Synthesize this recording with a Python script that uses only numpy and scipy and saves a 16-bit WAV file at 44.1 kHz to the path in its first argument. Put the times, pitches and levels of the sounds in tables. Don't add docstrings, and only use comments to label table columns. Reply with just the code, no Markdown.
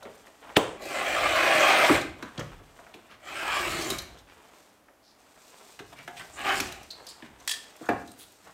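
import sys
import numpy as np
from scipy import signal
from scipy.fft import rfft, irfft
from scipy.io import wavfile
from scipy.ndimage import uniform_filter1d

SR = 44100
rng = np.random.default_rng(int(sys.argv[2]) if len(sys.argv) > 2 else 0)


def voltage_ratio(decibels):
    exponent = np.asarray(decibels, float) / 20
    return 10 ** exponent


def log_audio(samples):
    frames = np.atleast_2d(samples).T
    limited = np.clip(frames, -1, 1)
    pcm = np.round(limited * 32767).astype(np.int16)
    wavfile.write(sys.argv[1], SR, pcm)


N = 376173

# time in seconds, blade force in dB, slack of the freed piece from 0 to 1.
KNIFE_STROKES = [
    [(0.76, -57, 0), (0.836, -45.5, 0.77), (1.004, -32, 0.13), (1.164, -28.5, 0.06), (1.662, -20, 0),
     (1.866, -21.5, 0), (1.958, -26.5, 0.33), (2.062, -56, 0), (2.2, -84, .3)],
    [(3.2, -65, 0.5), (3.282, -41.5, 0.27), (3.528, -28.5, 0.05), (3.688, -34, 0.52), (3.922, -39, 0.88),
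     (4.084, -58, 0.1)],
    [(6.33, -68, 0.9), (6.396, -35.5, 0), (6.44, -37, 0), (6.47, -27, 0), (6.55, -31, 0.44),
     (6.585, -38, 0.8), (6.86, -59, 0.2)],
]
# frequency in Hz, level in dB per Hz.
GRIT_SPECTRUM = [(530, -39), (800, -1.5), (1700, -3.5), (2550, -3.5), (2900, -7), (3300, -10), (3800, -15),
                 (5000, -28.5), (6500, -31), (11000, -120)]
# frequency in Hz, width in Hz, level in dB.
SHEET_RINGS = [
    [(1185, 18, 9.5), (1700, 40, 2.5), (2057, 22, 8), (2500, 57, 9.5), (3220, 44, -3)],
    [(1280, 35, 1), (1690, 86, -3), (2300, 61, 6), (2910, 80, 3), (3380, 37, -4)],
    [(1220, 23, 3), (1670, 44, 4), (2420, 52, -23), (2980, 76, 2)],
]
# frequency in Hz, width in Hz, level in dB.
FOLD_AIR = [
    (612, 235, 3.5),
    (613, 230, -4),
    (757, 260, -2),
]
# frequency in Hz, level in dB per Hz.
DRUM_SPECTRUM = [(53, -39), (90, -23), (140, -15.5), (193, -17), (333, -3.5), (395, -5), (480, -19),
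                 (620, -40), (1060, -120)]
# frequency in Hz, level in dB per Hz.
FIBRE_SPECTRUM = [(2060, -41.5), (3500, -17), (3640, -10), (3920, -4), (6090, -8), (8310, -5.5),
                  (9260, -10.5), (10900, -17), (12000, -13.5), (13600, -16.5), (16000, -22)]
# frequency in Hz, level in dB per Hz.
BREAK_SPECTRUM = [(71, -31.5), (120, -26), (403, 9.5), (1300, -2), (2920, -11.5), (3700, -23.5),
                  (4840, -22.5), (8350, -16.5), (15000, -58)]
# time in seconds, crack in dB, crack in Hz, thud in dB, thud in Hz.
BLOWS = [(0.0551, -41, 1760, -39.5, 492), (1.8964, -10, 1090, -14, 325), (2.2279, -29, 1230, -36, 287),
         (2.38, -31.5, 3230, -31, 164), (2.3943, -30, 940, -37, 505), (2.4104, -29.5, 1330, -47, 143),
         (2.6, -47, 1010, -52, 393), (2.9425, -37.5, 2360, -44, 340), (5.7935, -35, 1620, -48, 129),
         (6.212, -37, 1800, -52, 380), (6.0798, -30, 1680, -47, 370), (6.5072, -16, 1220, -54, 720),
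         (6.603, -18, 2400, -35, 290), (7.003, -42, 1020, -48, 483), (7.226, -37.5, 1780, -41.5, 224),
         (7.812, -50, 958, -39, 290), (7.89, -23, 920, -22.5, 300)]
# time in seconds, level in dB, crack in Hz.
FINGER_TAPS = [(0.027, -41, 740), (0.2713, -42, 1900), (0.5015, -38, 1048), (2.792, -40, 1090),
               (2.8686, -43, 1230), (4.886, -48, 1280), (5.3634, -52, 1140), (5.931, -43.5, 1670),
               (5.992, -42, 2280), (8.4813, -49, 890)]
# frequency in Hz, level in dB, T60 in seconds.
BOARD_MODES = [(296, 11, 0.092), (382, -1, 0.18), (562, -9.5, 0.56), (703, -12.5, 1.23), (790, -21.5, 1.5),
               (924, -25.5, 0.59), (1033, -24, 0.29), (1192, -6.5, 0.19)]
# frequency in Hz, level in dB, T60 in seconds.
PIECE_MODES = [(126, -16, 0.26), (253, -7.5, 0.33), (401.3, -7.5, 0.42), (540, -10.5, 0.41), (706, 2, 0.44),
               (738, -5, .4), (797, -3, .33), (886, -6, 0.29), (968, -8.5, 0.22), (1082, -10, 0.24),
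               (1205, -8, 0.36), (1503, -13, .28), (1652, -16, .3), (1827, -15, .26)]
# time in seconds, level in dB, frequency in Hz favoured by the
# spot struck, tilt away from it in dB per octave, share of the free ring that the grip allows from 0 to 1.
PIECE_TOUCHES = [(5.79, -50, 1650, 4, .7), (5.926, -47, 1650, 5, .4), (6.078, -40, 740, 8, 1.0),
                 (6.205, -47, 740, 8, .7), (6.455, -31, 780, 8, .4), (7.812, -46, 400, 5, .6),
                 (7.889, -21, 600, 4, .55), (7.935, -30, 710, 9, .5)]
# time in seconds, level in dB, brightness in dB.
SLIDER_CLICKS = [(7.476, -13.5, -2), (7.4933, -14.5, -8), (7.4964, -43, -21.5), (7.5122, -14.5, -6),
                 (7.5139, -21, -14), (7.537, -23, -11)]
# frequency in Hz, level in dB, T60 in seconds.
KNIFE_MODES = [(1760, 12, 0.51), (1850, 10, 0.3), (2800, 5, 0.17), (3327, 18, 0.28), (3370, 11, 0.23),
               (3800, -3, 0.12), (4500, 0, 0.22), (5500, 8, 0.2), (6150, 1, .15), (8000, 16, 0.14)]
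# time in seconds, level in dB, ring in Hz, relative treble in dB.
PAPER_TICKS = [(0.028, -42, 3980, -6), (0.151, -57, 4244, 7), (0.265, -62, 3760, 9), (0.82, -39, 6420, -6),
               (2.012, -28, 4100, -11), (2.225, -34, 4020, -12), (2.394, -31, 3180, -11),
               (2.942, -48, 3200, -2), (3.902, -18.5, 3960, -4), (3.984, -23, 4160, -7.5),
               (4.0194, -47, 3980, 7), (4.173, -47, 3430, -19), (4.186, -45, 3800, -8),
               (5.792, -38.5, 3840, -11), (5.927, -45, 3600, -5), (5.985, -48, 5000, -2),
               (6.03, -50, 4500, -2), (6.076, -41.5, 3340, -3), (6.17, -48, 5000, -3),
               (6.215, -46, 4500, -6), (6.6027, -20.5, 5600, -2.5), (6.721, -32.5, 3900, -4),
               (6.831, -43.5, 5470, -1), (6.908, -36, 4155, -7.5), (7.0674, -33.5, 4760, -5),
               (7.4, -44, 5950, -10), (7.765, -48, 9000, 2), (7.858, -42, 6440, -9),
               (7.889, -38.5, 5030, 0), (8.075, -42.5, 3950, -4), (8.1168, -40.5, 8450, -1),
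               (8.3194, -59, 4500, 11)]
# time in seconds, fall time in seconds, level in dB,
# frequency in Hz, width in Hz.
EDGE_BUZZES = [(7.5, 0.042, -39, 1790, 100), (2.41, .07, -44, 37, 30), (6.905, 0.014, -37, 4150, 800),
               (2.395, 0.032, -42.5, 144, 67), (3.77, 0.045, -41, 4250, 450),
               (7.89, 0.011, -25, 1680, 1300), (2, 0.05, -47, 275, 140), (0.03, 0.03, -46, 620, 80),
               (5.96, .04, -56, 2300, 120), (5.803, 0.014, -41.5, 383, 83)]
# time in seconds, length in seconds, level in dB,
# centre in Hz, width in Hz.
RUBS = [(0.42, 0.14, -51.5, 800, 1210), (2.207, 0.11, -49.5, 1220, 910), (3.69, 0.098, -46, 4320, 500),
        (3.083, 0.087, -53.5, 1530, 2460), (4.256, 0.098, -57.5, 1490, 2500),
        (5.012, 0.14, -64, 4600, 2000), (5.786, 0.51, -63, 134, 70), (5.951, 0.096, -52, 1700, 2500),
        (6.163, 0.03, -44.5, 2530, 2450), (6.188, 0.04, -41, 1760, 1320), (6.172, 0.04, -57, 8000, 1500),
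        (6.314, 0.071, -52, 7400, 2000), (7.065, 0.069, -48.5, 4500, 1500), (7.08, 0.035, -49, 7400, 2980),
        (7.24, 0.039, -51.5, 1700, 1960), (7.816, 0.073, -48.5, 1280, 497), (8.19, 0.07, -56, 3600, 1800),
        (8.167, 0.088, -52.5, 9300, 9000), (8.44, 0.081, -52.5, 895, 1500)]
# middle in seconds, length in seconds, palms in dB, jacket in dB.
HAND_GESTURES = [(0.0, 0.63, -49.5, -65.5), (0.275, 0.72, -53.5, -65.5), (0.502, 0.28, -44.5, -60.5),
                 (2.225, 0.13, -45, -61), (2.422, 0.42, -45.5, -60.5), (2.81, 0.73, -50.5, -65.5),
                 (3.132, 0.34, -53, -83), (4.137, 0.22, -48.5, -67), (4.494, 0.66, -51, -63),
                 (5.254, 0.34, -55, -66.5), (5.56, 0.67, -51, -57.5), (5.897, 1, -57, -62),
                 (6.25, 0.31, -48, -54.5), (6.973, 0.83, -50.5, -61), (7.223, 0.71, -52.5, -71),
                 (7.564, 0.52, -48.5, -57), (7.836, 0.46, -52, -58), (8.133, 0.44, -54.5, -60.5),
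                 (8.454, 0.71, -58, -62)]
# frequency in Hz, level in dB per Hz.
PALM_SPECTRUM = [(71, -52.5), (120, -24), (194, -12), (387, -7.5), (427, -5), (543, -9), (644, -4.5),
                 (3500, -18), (4550, -37), (7700, -120)]
# frequency in Hz, level in dB per Hz.
JACKET_SPECTRUM = [(1470, -36), (2500, -1.5), (3080, -8), (3490, -2), (5830, -3), (8460, -2),
                   (10700, -15.5), (13200, -9), (16000, -21)]
# peak in seconds, level in dB, build-up in seconds.
SHEET_FLEXES = [(0.0, -58, .05), (0.59, -48, 0.054), (1.31, -42, 0.58), (1.92, -36, 0.055),
                (2.44, -55, 0.1), (3.75, -40.5, 0.56), (3.92, -42.5, 0.19), (4.16, -62, 0.21),
                (5.8, -65, .06), (6.63, -44, 0.49), (7.32, -57, 0.25), (7.91, -58, 0.088)]
# frequency in Hz, T60 in seconds.
ROOM_DECAY = [(100, 0.97), (300, 0.42), (800, 0.43), (2000, 0.46), (5000, 0.46), (14000, 0.32)]
# frequency in Hz, level in dB per Hz.
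AIR_SPECTRUM = [(15, -40), (25, -4), (48, -2), (149, -4.5), (293, 5), (335, -0.5), (607, 1), (1290, -4),
                (1560, -6), (3720, -14), (14400, -20), (16000, -26.5)]


def evened(x):
    return x / np.sqrt(np.mean(x ** 2) + 1e-20)


def peak(x):
    return x / np.sqrt(uniform_filter1d(x ** 2, 176).max())


def read(points, hz):
    f, value = np.transpose(points)
    return np.interp(np.log(hz + 1), np.log(f + 1), value)


def add(mix, s, sound):
    part = mix[max(round(s * SR), 0):][:len(sound)]
    part += sound[:len(part)]


def colour(x, spectrum):
    gain = voltage_ratio(read(spectrum, np.fft.rfftfreq(len(x), 1 / SR)))
    return evened(irfft(rfft(x) * gain, len(x)))


def band(x, lo_hz, hi_hz):
    sos = signal.butter(3, [lo_hz, min(hi_hz, SR / 2 - 1)], "band", fs=SR, output="sos")
    return signal.sosfilt(sos, x)


def resonate(x, hz, width):
    r = np.exp(-np.pi * width / SR)
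    return 2 * signal.lfilter([1 - r], [1, -r * np.exp(2j * np.pi * hz / SR)], x).real


def wandering(x, hz, width, swing):
    knots = np.clip(rng.standard_normal(len(x) // 5000 + 2), -2, 2)
    drift = np.interp(np.arange(len(x)) / 5000, np.arange(len(knots)), knots)
    turn = np.exp(2j * np.pi * np.cumsum(hz * (1 + swing * drift)) / SR)
    r = np.exp(-np.pi * width / SR)
    smooth = signal.lfilter([1], np.convolve([1, -r], [1, -r]), x / turn)
    return evened((turn * smooth).real)


def ring(modes, weights_db, damping=1.):
    t, out = np.arange(SR // 4) / SR, 0
    for (hz, db, t60), weight in zip(modes, weights_db):
        decay_db = -60 * t / (min(t60, .5) * damping)
        out = out + voltage_ratio(db + weight + decay_db) * np.sin(2 * np.pi * hz * t)
    return out


def bend(x, spread):
    f = np.fft.rfftfreq(SR // 2, 1 / SR)
    return irfft(rfft(x, SR // 2) * np.exp(-4j * np.pi * spread * np.sqrt(f)))


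def burst(noise, length_s):
    u = np.arange(len(noise)) / SR / max(length_s, .0003)
    return noise * u * np.exp(-u)


def grains(per_s, spread_db, clump_s, clump_db):
    happens = rng.random(N) < per_s / SR
    size = np.minimum(rng.exponential(1, N), 5)
    sign, slow = rng.standard_normal(N), rng.standard_normal(N)
    samples = int(clump_s * SR)
    clumps = evened(uniform_filter1d(uniform_filter1d(slow, samples), samples))
    return evened(happens * sign * voltage_ratio(spread_db * size + clump_db * clumps))


def patchy(x, depth_db, wide_hz, long_s):
    z = signal.stft(x, SR, nperseg=512)[2]
    field = rng.standard_normal(z.shape[::-1]).T
    for _ in range(2):
        field = uniform_filter1d(field, max(int(wide_hz * 512 / SR), 1), 0)
        field = uniform_filter1d(field, int(long_s * SR / 256), 1)
    return evened(signal.istft(z * voltage_ratio(depth_db * evened(field)), SR, nperseg=512)[1][:len(x)])


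def level(tables, column):
    t = np.arange(N) / SR
    return sum(voltage_ratio(np.interp(t, r[:, 0], column(r), -200, -200)) for r in map(np.array, tables))


def follow(strokes, grip, tight_db, slack_db):
    middle_db = -30.5
    return level(strokes, lambda r: middle_db + grip * (r[:, 1] - middle_db) + tight_db + slack_db * r[:, 2])


def blade():
    slips = grains(per_s=9000, spread_db=1.2, clump_s=.006, clump_db=1.3)
    broad, grit, fold = colour(slips, GRIT_SPECTRUM), np.zeros(N), 0
    for stroke, modes, (fold_hz, fold_width, fold_db) in zip(KNIFE_STROKES, SHEET_RINGS, FOLD_AIR):
        span = slice(round(stroke[0][0] * SR), round(stroke[-1][0] * SR))
        rings = 0
        for hz, width, db in modes:
            rings = rings + voltage_ratio(.6 * db) * wandering(slips[span], hz, 2.5 * width + 110, swing=.06)
        force = level([stroke], lambda r: r[:, 1])[span]
        grit[span] = force * evened(broad[span] + voltage_ratio(-10.5) * evened(rings))
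        fold_gain = follow([stroke], grip=.75, tight_db=-6 + fold_db, slack_db=4)
        fold = fold + fold_gain * evened(resonate(band(slips, 487, 992), fold_hz, fold_width))
    grit = np.std(grit) * patchy(grit, depth_db=2.1, wide_hz=220, long_s=.05)
    drum = colour(grains(per_s=2500, spread_db=3.0, clump_s=.0057, clump_db=1.0), DRUM_SPECTRUM)
    drum = follow(KNIFE_STROKES, grip=1, tight_db=-15.5, slack_db=19) * drum
    fibres = grains(per_s=7000, spread_db=2., clump_s=.006, clump_db=1.2)
    fizz = patchy(colour(.4 * slips + fibres, FIBRE_SPECTRUM), depth_db=2.5, wide_hz=700, long_s=.05)
    fizz = follow(KNIFE_STROKES, grip=1, tight_db=-16, slack_db=15) * fizz
    return voltage_ratio(-0.5) * grit + voltage_ratio(-1.5) * fold + voltage_ratio(-1.5) * drum + voltage_ratio(0.34) * fizz


def snap():
    t, out, jolt = np.arange(-620, 500) / SR, np.zeros(N), np.zeros(SR // 4)
    crackle = evened(band(rng.standard_normal(len(t)), 1340, 3850))
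    add(out, .554, voltage_ratio(-10.0 + np.minimum(3200 * t, -2600 * t)) * crackle)
    add(jolt, .01, burst(.5 + rng.standard_normal(600), .0009))
    add(out, .5555, voltage_ratio(-7) * bend(peak(colour(jolt, BREAK_SPECTRUM)), 0.11))
    spray = burst(rng.standard_normal(900), 0.004)
    add(out, .567, voltage_ratio(-29.5) * peak(band(spray, 4500, 17000)))
    swing = burst(np.ones(900), 0.00026)
    add(out, .5705, voltage_ratio(-7) * peak(resonate(swing, 342, 92)))
    thump = burst(rng.standard_normal(9000), 0.0086)
    add(out, .572, voltage_ratio(-19.5) * peak(band(thump, 190, 820)))
    shudder = colour(rng.standard_normal(9000), BREAK_SPECTRUM) * np.exp(-np.arange(9000) / SR / 0.08)
    add(out, .571, voltage_ratio(-26.0) * shudder)
    return out


def knocks():
    taps = [(s, db, hz, db - 10, 640) for s, db, hz in FINGER_TAPS]
    blows = sorted(BLOWS + taps)
    out, noise, contact_s = np.zeros(N), rng.standard_normal((len(blows), 2, 9000)), .0028
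    for (s, crack_db, crack_hz, thud_db, thud_hz), (a, b) in zip(blows, noise):
        push = burst(a, contact_s)
        broad = peak(band(band(push, 800, 2. * crack_hz), 560, 3.1 * crack_hz))
        pitched = peak(resonate(resonate(push, crack_hz, 450), crack_hz, 800))
        crack = peak(broad + 0.96 * pitched)
        near_db = -14 * abs(np.log2(np.array(BOARD_MODES)[:, 0] / thud_hz))
        answer = signal.fftconvolve(burst(b, 2.5 * contact_s), ring(BOARD_MODES, near_db, damping=.28))
        blow = .4 * peak(band(answer, 100, 1400))
        add(blow, 0, 0.47 * peak(band(burst(b, 1.3 * contact_s), 0.63 * thud_hz, 1.72 * thud_hz)))
        add(blow, 0, .5 * peak(resonate(burst(a[::-1], 4 * contact_s), thud_hz, 60)))
        blow = voltage_ratio(thud_db - .5) * peak(band(blow, thud_hz / 4.5, 2200))
        add(blow, 0, voltage_ratio(crack_db - 6.5) * crack)
        add(out, s - .004, bend(blow, 0.025))
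    return out


def piece():
    out = np.zeros(N)
    for s, db, hz, tilt_db, free in PIECE_TOUCHES:
        near_db = -tilt_db * abs(np.log2(np.array(PIECE_MODES)[:, 0] / hz))
        wave = bend(ring(PIECE_MODES, near_db, damping=free), .12)
        add(out, s - .003, voltage_ratio(db) * peak(band(wave, 90, 3000)))
    return out


def slider():
    out, noise = np.zeros(N), rng.standard_normal((len(SLIDER_CLICKS), 4000))
    places = rng.standard_normal((len(SLIDER_CLICKS), len(KNIFE_MODES) + 2))
    for (s, db, bright_db), z, place in zip(SLIDER_CLICKS, noise, places):
        body = 0.66 * peak(signal.fftconvolve(burst(z, 0.0016), ring(KNIFE_MODES, 2.1 * place, damping=0.18)))
        add(body, 0, voltage_ratio(bright_db - 3.0) * peak(band(burst(z, 0.00093), 5400, 14000)))
        add(body, 0, 0.45 * peak(band(burst(z[::-1], 0.0019), 1830, 4240)))
        add(body, 0, 0.5 * peak(band(burst(np.roll(z, 999), 0.0053), 3300, 9400)))
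        add(out, s - .0007, voltage_ratio(db - 11.5) * peak(band(body, 860, 17000)))
    return out


def ticks():
    out, noise = np.zeros(N), rng.standard_normal((len(PAPER_TICKS), 2, 4000))
    for (s, db, hz, top_db), (a, b) in zip(PAPER_TICKS, noise):
        length_s = 13.1 / hz
        brief_ring = resonate(resonate(burst(a, 1.5 * length_s), hz, 800), hz, 800)
        body = evened(band(burst(a, length_s), 3000, 7000)) + 1.1 * evened(brief_ring)
        top = peak(band(burst(b, length_s), 5900, 14000))
        add(out, s - .001, voltage_ratio(db - 10.0) * (peak(body) + voltage_ratio(top_db) * top))
    return out


def buzzes():
    out, noise, t = np.zeros(N), rng.standard_normal((len(EDGE_BUZZES), 12000)), np.arange(12000) / SR
    for (s, fall_s, db, hz, width), z in zip(EDGE_BUZZES, noise):
        once = resonate(z * np.exp(-t / fall_s), hz, width)
        add(out, s, voltage_ratio(db) * peak(resonate(once, hz, 0.97 * width)))
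    return out


def scuffs():
    out, rubbing = np.zeros(N), grains(per_s=4600, spread_db=1.0, clump_s=.0046, clump_db=1.5)
    for s, length_s, db, hz, width in RUBS:
        part = rubbing[round(s * SR):][:round(length_s * SR)]
        rub = evened(resonate(resonate(part, hz, width), hz, 1.1 * width))
        add(out, s, voltage_ratio(db) * rub * signal.windows.tukey(len(part), .6))
    return out


def handling():
    palms = colour(grains(per_s=2500, spread_db=3., clump_s=.02, clump_db=1.8), PALM_SPECTRUM)
    jacket = colour(grains(per_s=8000, spread_db=2.2, clump_s=.015, clump_db=2.2), JACKET_SPECTRUM)
    middle_s, length_s, palms_db, jacket_db = np.transpose(HAND_GESTURES)
    phase = np.clip((np.arange(N)[:, None] / SR - middle_s) / length_s, -.5, .5)
    arch = np.cos(np.pi * phase) ** (2 * 1.08)
    return np.sqrt(arch @ voltage_ratio(2 * palms_db - 14)) * palms + np.sqrt(arch @ voltage_ratio(2 * jacket_db - 2.5)) * jacket


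def wobble():
    peak_s, db, build_s = np.transpose(SHEET_FLEXES)
    late = np.arange(N)[:, None] / SR - peak_s
    shape_db = np.minimum(28.5 * late / build_s, -71 * late)
    gain = voltage_ratio(db + shape_db).sum(1) + voltage_ratio(-77)
    return voltage_ratio(-3.0) * gain * evened(resonate(band(rng.standard_normal(N), 21, 190), 52, 70))


def room(x):
    out, at, turn = np.zeros(N), np.arange(200, SR - 20, 20), np.arange(N) / SR * np.pi / .4
    for k in range(3):
        taps = np.zeros(SR)
        taps[at + rng.integers(0, 20, len(at))] = rng.choice([-1., 1.], len(at))
        hz, t, z = signal.stft(taps, SR, nperseg=256)
        tail = signal.istft(z * voltage_ratio(-60 * t / read(ROOM_DECAY, hz)[:, None]), SR, nperseg=256)[1]
        share = np.sqrt(2 / 3) * np.cos(turn + k * np.pi / 3)
        out += signal.fftconvolve(x * share, tail / np.linalg.norm(tail))[:N]
    return out


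def background_air():
    return voltage_ratio(-61 - 1.5) * colour(rng.standard_normal(N), AIR_SPECTRUM)


def scene():
    rubs = blade() + handling() + scuffs()
    blows = knocks() + buzzes() + piece()
    clicks, crack = ticks() + slider(), snap()
    wet = room(voltage_ratio(-5.5) * rubs + voltage_ratio(-5.5) * blows + voltage_ratio(-7.5) * clicks + voltage_ratio(-13.0) * crack)
    return (rubs + blows + clicks + crack + wet + wobble() + background_air())[None]


def roll_off(x):
    return signal.sosfilt(signal.butter(12, 16450, fs=SR, output="sos"), x)


def record(dry):
    rolled = signal.sosfilt(signal.butter(4, 38, "high", fs=SR, output="sos"), dry)
    limited = signal.oaconvolve(rolled, signal.firwin(255, 15900, fs=SR)[None], "same")
    mix = .86 * np.tanh(limited / .86)
    return roll_off(mix)


dry = scene()
out = record(dry)
log_audio(out)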